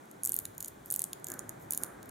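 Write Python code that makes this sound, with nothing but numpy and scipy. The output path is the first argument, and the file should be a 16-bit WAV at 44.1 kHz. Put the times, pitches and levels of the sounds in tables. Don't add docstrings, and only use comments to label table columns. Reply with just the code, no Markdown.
import sys
import numpy as np
from scipy import signal
from scipy.fft import rfft, irfft
from scipy.io import wavfile
from scipy.ndimage import uniform_filter1d

SR = 44100
rng = np.random.default_rng(int(sys.argv[2]) if len(sys.argv) > 2 else 0)


def inscribe(sig):
    pcm = np.round(np.clip(np.atleast_2d(sig).T, -1, 1) * 32767)
    wavfile.write(sys.argv[1], SR, pcm.astype(np.int16))


def nominal_scale(level):
    x = np.asarray(level, float) / 20
    return 10 ** x


N = 92610

STRIKE_LEN = 1600
LEAD_S = 0.002
PLATE_T60_S = 0.0013
RING_HZ = 6860


def rms_one(x):
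    return x / np.sqrt(np.mean(x ** 2) + 1e-20)


def at_hz(points, hz):
    p = np.array(points)
    return np.interp(np.log(hz), np.log(p[:, 0]), p[:, 1])


def swell(rows):
    return nominal_scale(np.interp(np.arange(N) / SR, *np.transpose(rows)))


def butter(x, order, hz, kind):
    return signal.sosfilt(signal.butter(order, hz, kind, fs=SR, output="sos"), x)


def soft_top(x):
    return signal.sosfilt(signal.cheby2(12, 40, 16100, fs=SR, output="sos"), x)


def ring(x, hz, t60_s):
    r = nominal_scale(-60 / (t60_s * SR))
    w = 2 * np.pi * hz / SR
    return signal.lfilter([0, np.sin(w)], [1, -2 * r * np.cos(w), r * r], x)


# freq_hz, correlation [-1..1]
LIKENESS = [(60, 0.72), (125, 0.86), (250, 0.84), (500, -0.34), (1000, -0.51), (2000, 0.31), (5000, 0.71),
            (12000, 0.34)]


def coloured(spectrum, alike=None):
    hz = np.arange(1, N // 2 + 2) * SR / N
    alike = np.clip(at_hz(LIKENESS, hz) if alike is None else alike, -1, 1)
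    inside = (hz > spectrum[0][0]) & (hz < spectrum[-1][0])
    mid, side = rfft(rng.standard_normal((2, N))) * nominal_scale(at_hz(spectrum, hz)) * inside
    mid = irfft(mid * np.sqrt(1 + alike), N)
    side = irfft(side * np.sqrt(1 - alike), N)
    return rms_one(np.array([mid + side, mid - side]))


# freq_hz, density_db_per_hz
AIR = [(76, -49), (130, -4.5), (377, -3), (465, -6.5), (884, -7), (1310, -13), (1600, -14.5), (2500, -23.5),
       (3250, -96), (5500, -120)]
# time_s, level_db
AIR_SWELL = [(0, 2.5), (.1, 1.5), (.3, 2), (.45, 2), (.65, 1.5), (.85, 1.5), (1, 2), (1.2, 4), (1.3, 3),
             (1.55, 4.5), (1.75, 5), (1.95, 3.5), (2.1, 5.5)]


def room_tone():
    return swell(AIR_SWELL) * nominal_scale(-55.5) * coloured(AIR)


# freq_hz, level_db, t60_s
HUM = [(58.2, -70.5, 0.3), (83, -76.5, 0.42), (106.5, -63, 0.25), (146.5, -64.5, 0.091), (359, -78.5, 0.18),
       (1593, -80.5, 0.4)]
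# time_s, level_db
HUM_SWELL = [(0, -20), (.4, 4.5), (.58, -2.5), (.8, -0.5), (1.2, -3.5), (1.5, 4.5), (1.92, -5.5), (2.1, 0)]
# time_s, level_db
DEEP_SWELL = [(0, -17), (.35, -1), (.55, -2), (.78, 8), (.95, 3), (1.1, 0), (1.25, -11), (1.45, -14),
              (1.6, 0), (2.1, 3)]


def ringing_modes(modes):
    low = 0
    for hz, db, t60_s in modes:
        noise = rng.standard_normal((2, N + SR))
        low = low + nominal_scale(db) * rms_one(ring(noise, hz, t60_s))
    mid, side = butter(low, 2, 45, "high")[:, SR:]
    width_db = -23.5
    return mid + nominal_scale(width_db) * side * [[1], [-1]]


def hum():
    return swell(HUM_SWELL) * ringing_modes(HUM[1:]) + swell(DEEP_SWELL) * ringing_modes(HUM[:1])


# freq_hz, density_db_per_hz
HISS = [(1350, 2), (2300, -14.5), (3400, -7.5), (5000, -16), (6500, -10), (9500, -12), (14000, -15),
        (15950, -20)]


def hiss():
    return nominal_scale(-64.5) * coloured(HISS)


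def contact(contact_s):
    lead_db, lead_rise_s = -8, 0.00043
    chatter_db, chatter_s = -16.5, 0.0012
    snap = 4.5
    even_hz = 700
    t = np.arange(STRIKE_LEN) / SR - LEAD_S
    after = np.maximum(t, 0)
    shape = after / contact_s * np.exp(1 - after / contact_s)
    shape = shape + nominal_scale(chatter_db) * np.exp(-after / chatter_s) * (t > 0)
    shape = shape + nominal_scale(lead_db) * np.exp(np.minimum(t, 0) / lead_rise_s) * (t < 0)
    push = rng.standard_normal((2, t.size)) * shape
    push[0, int((LEAD_S + contact_s) * SR)] = snap
    tones = rfft(push)
    power = uniform_filter1d(abs(tones) ** 2, size=even_hz * t.size // SR)
    return irfft(tones / np.sqrt(power), t.size)


def unit(x, width_db):
    return x / np.sqrt(np.sum(x ** 2, axis=1, keepdims=True)) * [[1], [nominal_scale(width_db)]]


# freq_hz, level_db
PLATES = [(8500, -1.5), (9500, 1), (10600, 0), (12200, 3), (13700, -2.5), (15400, -6.5)]


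def strike(bright_hz, ring_db, thud_db, contact_s, case_modes):
    bright_t60_s, ring_t60_s, case_t60_s = 0.002, 0.0081, 0.0051
    off_pitch_db = 1.5
    mode_spread_db, pan_db, pan_spread_db = 1.5, -0.3, 0.8
    width_db, case_width_db = -7.5, -12
    push = contact(contact_s)

    bright = ring(push, bright_hz, bright_t60_s)
    for k, (hz, db) in enumerate(PLATES):
        db = db - off_pitch_db * abs(np.log2(hz / bright_hz)) + mode_spread_db * rng.normal()
        bright = bright + (-1) ** k * nominal_scale(db) * ring(push, hz * rng.uniform(0.89, 1.03), PLATE_T60_S)
    bright = butter(bright, 3, [7300, 16200], "band")

    case = butter(ring(push, RING_HZ * rng.uniform(1.0, 1.015), ring_t60_s), 2, 6000, "high")

    thud = 0
    for k, (hz, db) in enumerate(case_modes):
        thud = thud + (-1) ** k * nominal_scale(db + mode_spread_db * rng.normal()) * ring(push, hz, case_t60_s)
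    thud = butter(thud, 2, 1500, "high")

    blow = unit(bright, width_db)
    blow = blow + nominal_scale(ring_db + 4) * unit(case, case_width_db)
    mid, side = blow + nominal_scale(thud_db + 2) * unit(thud, case_width_db)
    side = butter(side - 0.063 * mid, 1, 10000, "high")
    pan = nominal_scale((pan_db + pan_spread_db * rng.normal()) * np.array([[0.5], [-0.5]]))
    return nominal_scale(9.5) * pan * np.array([mid + side, mid - side]) / np.sqrt(np.sum(mid ** 2))


# freq_hz, level_db
CASE = [(2900, 0), (3600, 0.5), (4300, 4.5), (5400, -3.5)]


def clicks(rows, contact_s, case_modes=CASE):
    out = np.zeros((2, N + STRIKE_LEN))
    for peak_s, peak_db, bright_hz, ring_db, thud_db in rows:
        i = int((peak_s - LEAD_S - contact_s - 0.0003) * SR)
        out[:, i:i + STRIKE_LEN] += nominal_scale(peak_db) * strike(bright_hz, ring_db, thud_db, contact_s, case_modes)
    return out[:, :N]


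# peak_s, peak_db
TEETH = [(0.0565, -50), (0.2717, -36), (0.2841, -35), (0.2875, -36), (0.2966, -30), (0.3038, -38),
         (0.3307, -35), (0.3332, -28), (0.3528, -33), (0.356, -35), (0.3575, -38), (0.3785, -38),
         (0.4025, -39), (0.3752, -34), (0.3997, -36), (0.453, -34), (0.4651, -40), (0.5496, -45),
         (0.6075, -27), (0.6155, -46), (0.6341, -41), (0.6428, -36), (0.6471, -27), (0.6563, -42),
         (0.6768, -36), (0.6846, -31), (0.9293, -32)]
# peak_s, peak_db
TEETH_LATE = [(0.9343, -36), (0.9375, -33), (0.9515, -29), (0.9541, -36), (0.9751, -37), (1.005, -29),
              (1.0301, -38), (1.051, -38), (1.1992, -46), (1.3161, -42), (1.3424, -37), (1.3896, -45),
              (1.4024, -45), (1.625, -45), (1.7183, -39), (1.7213, -34), (1.733, -36), (1.7431, -39),
              (1.7585, -38), (1.7861, -38), (1.8458, -36), (1.8645, -39), (2.0909, -42)]


def tooth_touches():
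    bright_hz, ring_db, thud_db = 11500, -13.5, -16
    rows = [(s, db, bright_hz, ring_db, thud_db) for s, db in list(TEETH) + list(TEETH_LATE)]
    return clicks(rows, contact_s=0.00025)


# peak_s, peak_db, bright_hz, ring_db, thud_db
BACK = [(0.1138, -36.5, 11440, -14, -27), (0.5808, -26, 11500, -9, -40), (0.6052, -24.5, 11300, -8.5, -19),
        (0.6269, -23.5, 11500, -10, -23), (0.6458, -26.5, 10100, -1.5, -26), (0.6599, -28.5, 9200, -8, -34),
        (0.6817, -25.5, 11700, -13.5, -40), (0.8599, -30.5, 12600, -25, -42),
        (1.2443, -22.5, 8100, -10.5, -30), (1.2691, -24.5, 12700, -4, -14.5), (1.2854, -27, 13000, -2, -21),
        (1.302, -25, 8200, -15, -26), (1.3188, -22.5, 11100, -4, -23), (1.3391, -27.5, 11500, -16, -20),
        (1.3928, -21.5, 7700, -3, -29), (1.4935, -22.5, 11700, -7, -41), (2.0295, -36.5, 11300, -4, -9.5),
        (2.058, -42, 11800, -15, -15), (2.0934, -36, 8240, -11, -15.5)]


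def pinion_skips():
    return clicks(BACK, contact_s=0.00035)


# start_s, end_s, level_db
TURNS = [
    (0.225, 0.427, -74),
    (0.59, 0.727, -61.5),
    (0.845, 1.073, -58.5),
    (1.264, 1.39, -57),
    (1.59, 1.676, -61),
    (1.694, 1.887, -55.5),
]


def rustle():
    grains_per_s, spread_db, rise_s, fall_s = 800, 4.5, 0.015, 0.047
    t = np.arange(N) / SR
    moving = 0
    for start_s, end_s, db in TURNS:
        gate = np.minimum((t - start_s) / rise_s, (end_s - t) / fall_s)
        moving = moving + nominal_scale(db) * np.clip(gate, 0, 1)
    hits = rng.random((2, N)) < grains_per_s / SR
    force = nominal_scale(spread_db * np.minimum(rng.exponential(1, (2, N)), 4))
    grains = hits * force * rng.choice([-1, 1], (2, N))
    body = 0
    for k, (hz, db) in enumerate([(RING_HZ, -2)] + list(PLATES)):
        body = body + (-1) ** k * nominal_scale(db) * ring(grains + 1e-18, hz, PLATE_T60_S)
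    body = butter(body + 0.5 * body[::-1], 3, 6000, "high")
    return soft_top(moving * rms_one(body))


# peak_s, peak_db, bright_hz, ring_db, thud_db
WIND = [(0.2349, -16, 10500, -16, -51), (0.2439, -20, 10900, -10, -29), (0.2513, -12.5, 11600, -23, -44),
        (0.2599, -14.5, 12100, -27, -39), (0.2741, -17, 11500, -13, -26), (0.2938, -14, 12300, -22, -44),
        (0.3207, -14.5, 9240, -16, -46), (0.3426, -13, 12000, -31, -49), (0.3651, -14.5, 12300, -19.5, -42),
        (0.3895, -13.5, 11750, -16.5, -28), (0.9034, -18.5, 9200, -11.5, -28),
        (0.9115, -15.5, 8900, -37, -32.5), (0.9242, -14.5, 12700, -18.5, -50),
        (0.9409, -15.5, 10100, -30, -25), (0.9619, -14.5, 11800, -17, -36), (0.9935, -14, 11600, -14, -28),
        (1.0194, -14.5, 9200, -20, -25.5), (1.041, -15.5, 8470, -13.5, -24.5),
        (1.7081, -14.5, 12600, -17.5, -33), (1.7229, -18, 10500, -10, -25.5),
        (1.7353, -16.5, 12450, -27, -23), (1.7483, -22, 11100, -6, -21), (1.776, -14.5, 10700, -15, -25.5),
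        (1.8357, -14, 9060, -12.5, -23)]


def ratchet_clicks():
    return clicks(WIND, contact_s=0.00016)


# peak_s, peak_db, bright_hz, ring_db, thud_db
STOPS = [
    (0.4541, -21.5, 10400, -8.5, -11.5),
    (1.1318, -21.5, 10800, -6, -8),
]
# freq_hz, level_db
STOP_CASES = [
    [(1750, 0), (2550, -0.5), (3950, 5), (5600, -12)],
    [(2600, -7), (3300, -1), (4100, -2), (5000, -8)],
]


def stem_stops():
    return sum(clicks([row], 0.0006, modes) for row, modes in zip(STOPS, STOP_CASES))


def room(x):
    t60_s, rise_s, tail_cut_hz = 0.34, 0.0029, 21600
    t = np.arange(SR // 2) / SR
    tail = rng.standard_normal((2, t.size)) * nominal_scale(-60 * t / t60_s) * np.clip(t / rise_s, 0, 1)
    tail = butter(tail, 1, tail_cut_hz, "low")
    tail = tail / np.sqrt(np.sum(tail ** 2) / 2)
    return soft_top(signal.fftconvolve(x, tail, axes=1)[:, :N])


# start_s, level_db, attack_s, t60_s
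KNOCKS = [
    (1.269, -45, 0.048, 0.95),
    (1.788, -46.5, 0.038, 1.0),
]
# freq_hz, density_db_per_hz
KNOCK = [(53, -33), (90, -16), (288, -1.5), (840, -13), (1110, -11), (1600, -7), (2200, -22.5), (2860, -38),
         (4840, -120)]


def knocks():
    t = np.arange(N) / SR
    env = 0
    for start_s, db, attack_s, t60_s in KNOCKS:
        decay = nominal_scale(db - 60 * np.maximum(t - start_s, 0) / t60_s)
        env = env + decay * np.clip((t - start_s) / attack_s, 0, 1)
    return env * coloured(KNOCK, alike=0.91)


def scene():
    background = room_tone() + hum() + hiss()
    watch = tooth_touches() + pinion_skips() + rustle() + ratchet_clicks() + stem_stops()
    return background + watch + nominal_scale(-15) * room(watch) + knocks()


def roll_off(x):
    return signal.sosfilt(signal.butter(12, 17140, fs=SR, output="sos"), x)


def record(dry):
    rounded = 0.39 * np.tanh(dry / 0.39)
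    mix = signal.sosfilt(signal.cheby2(10, 40, 16900, fs=SR, output="sos"), rounded)
    return roll_off(mix)


dry = scene()
out = record(dry)
inscribe(out)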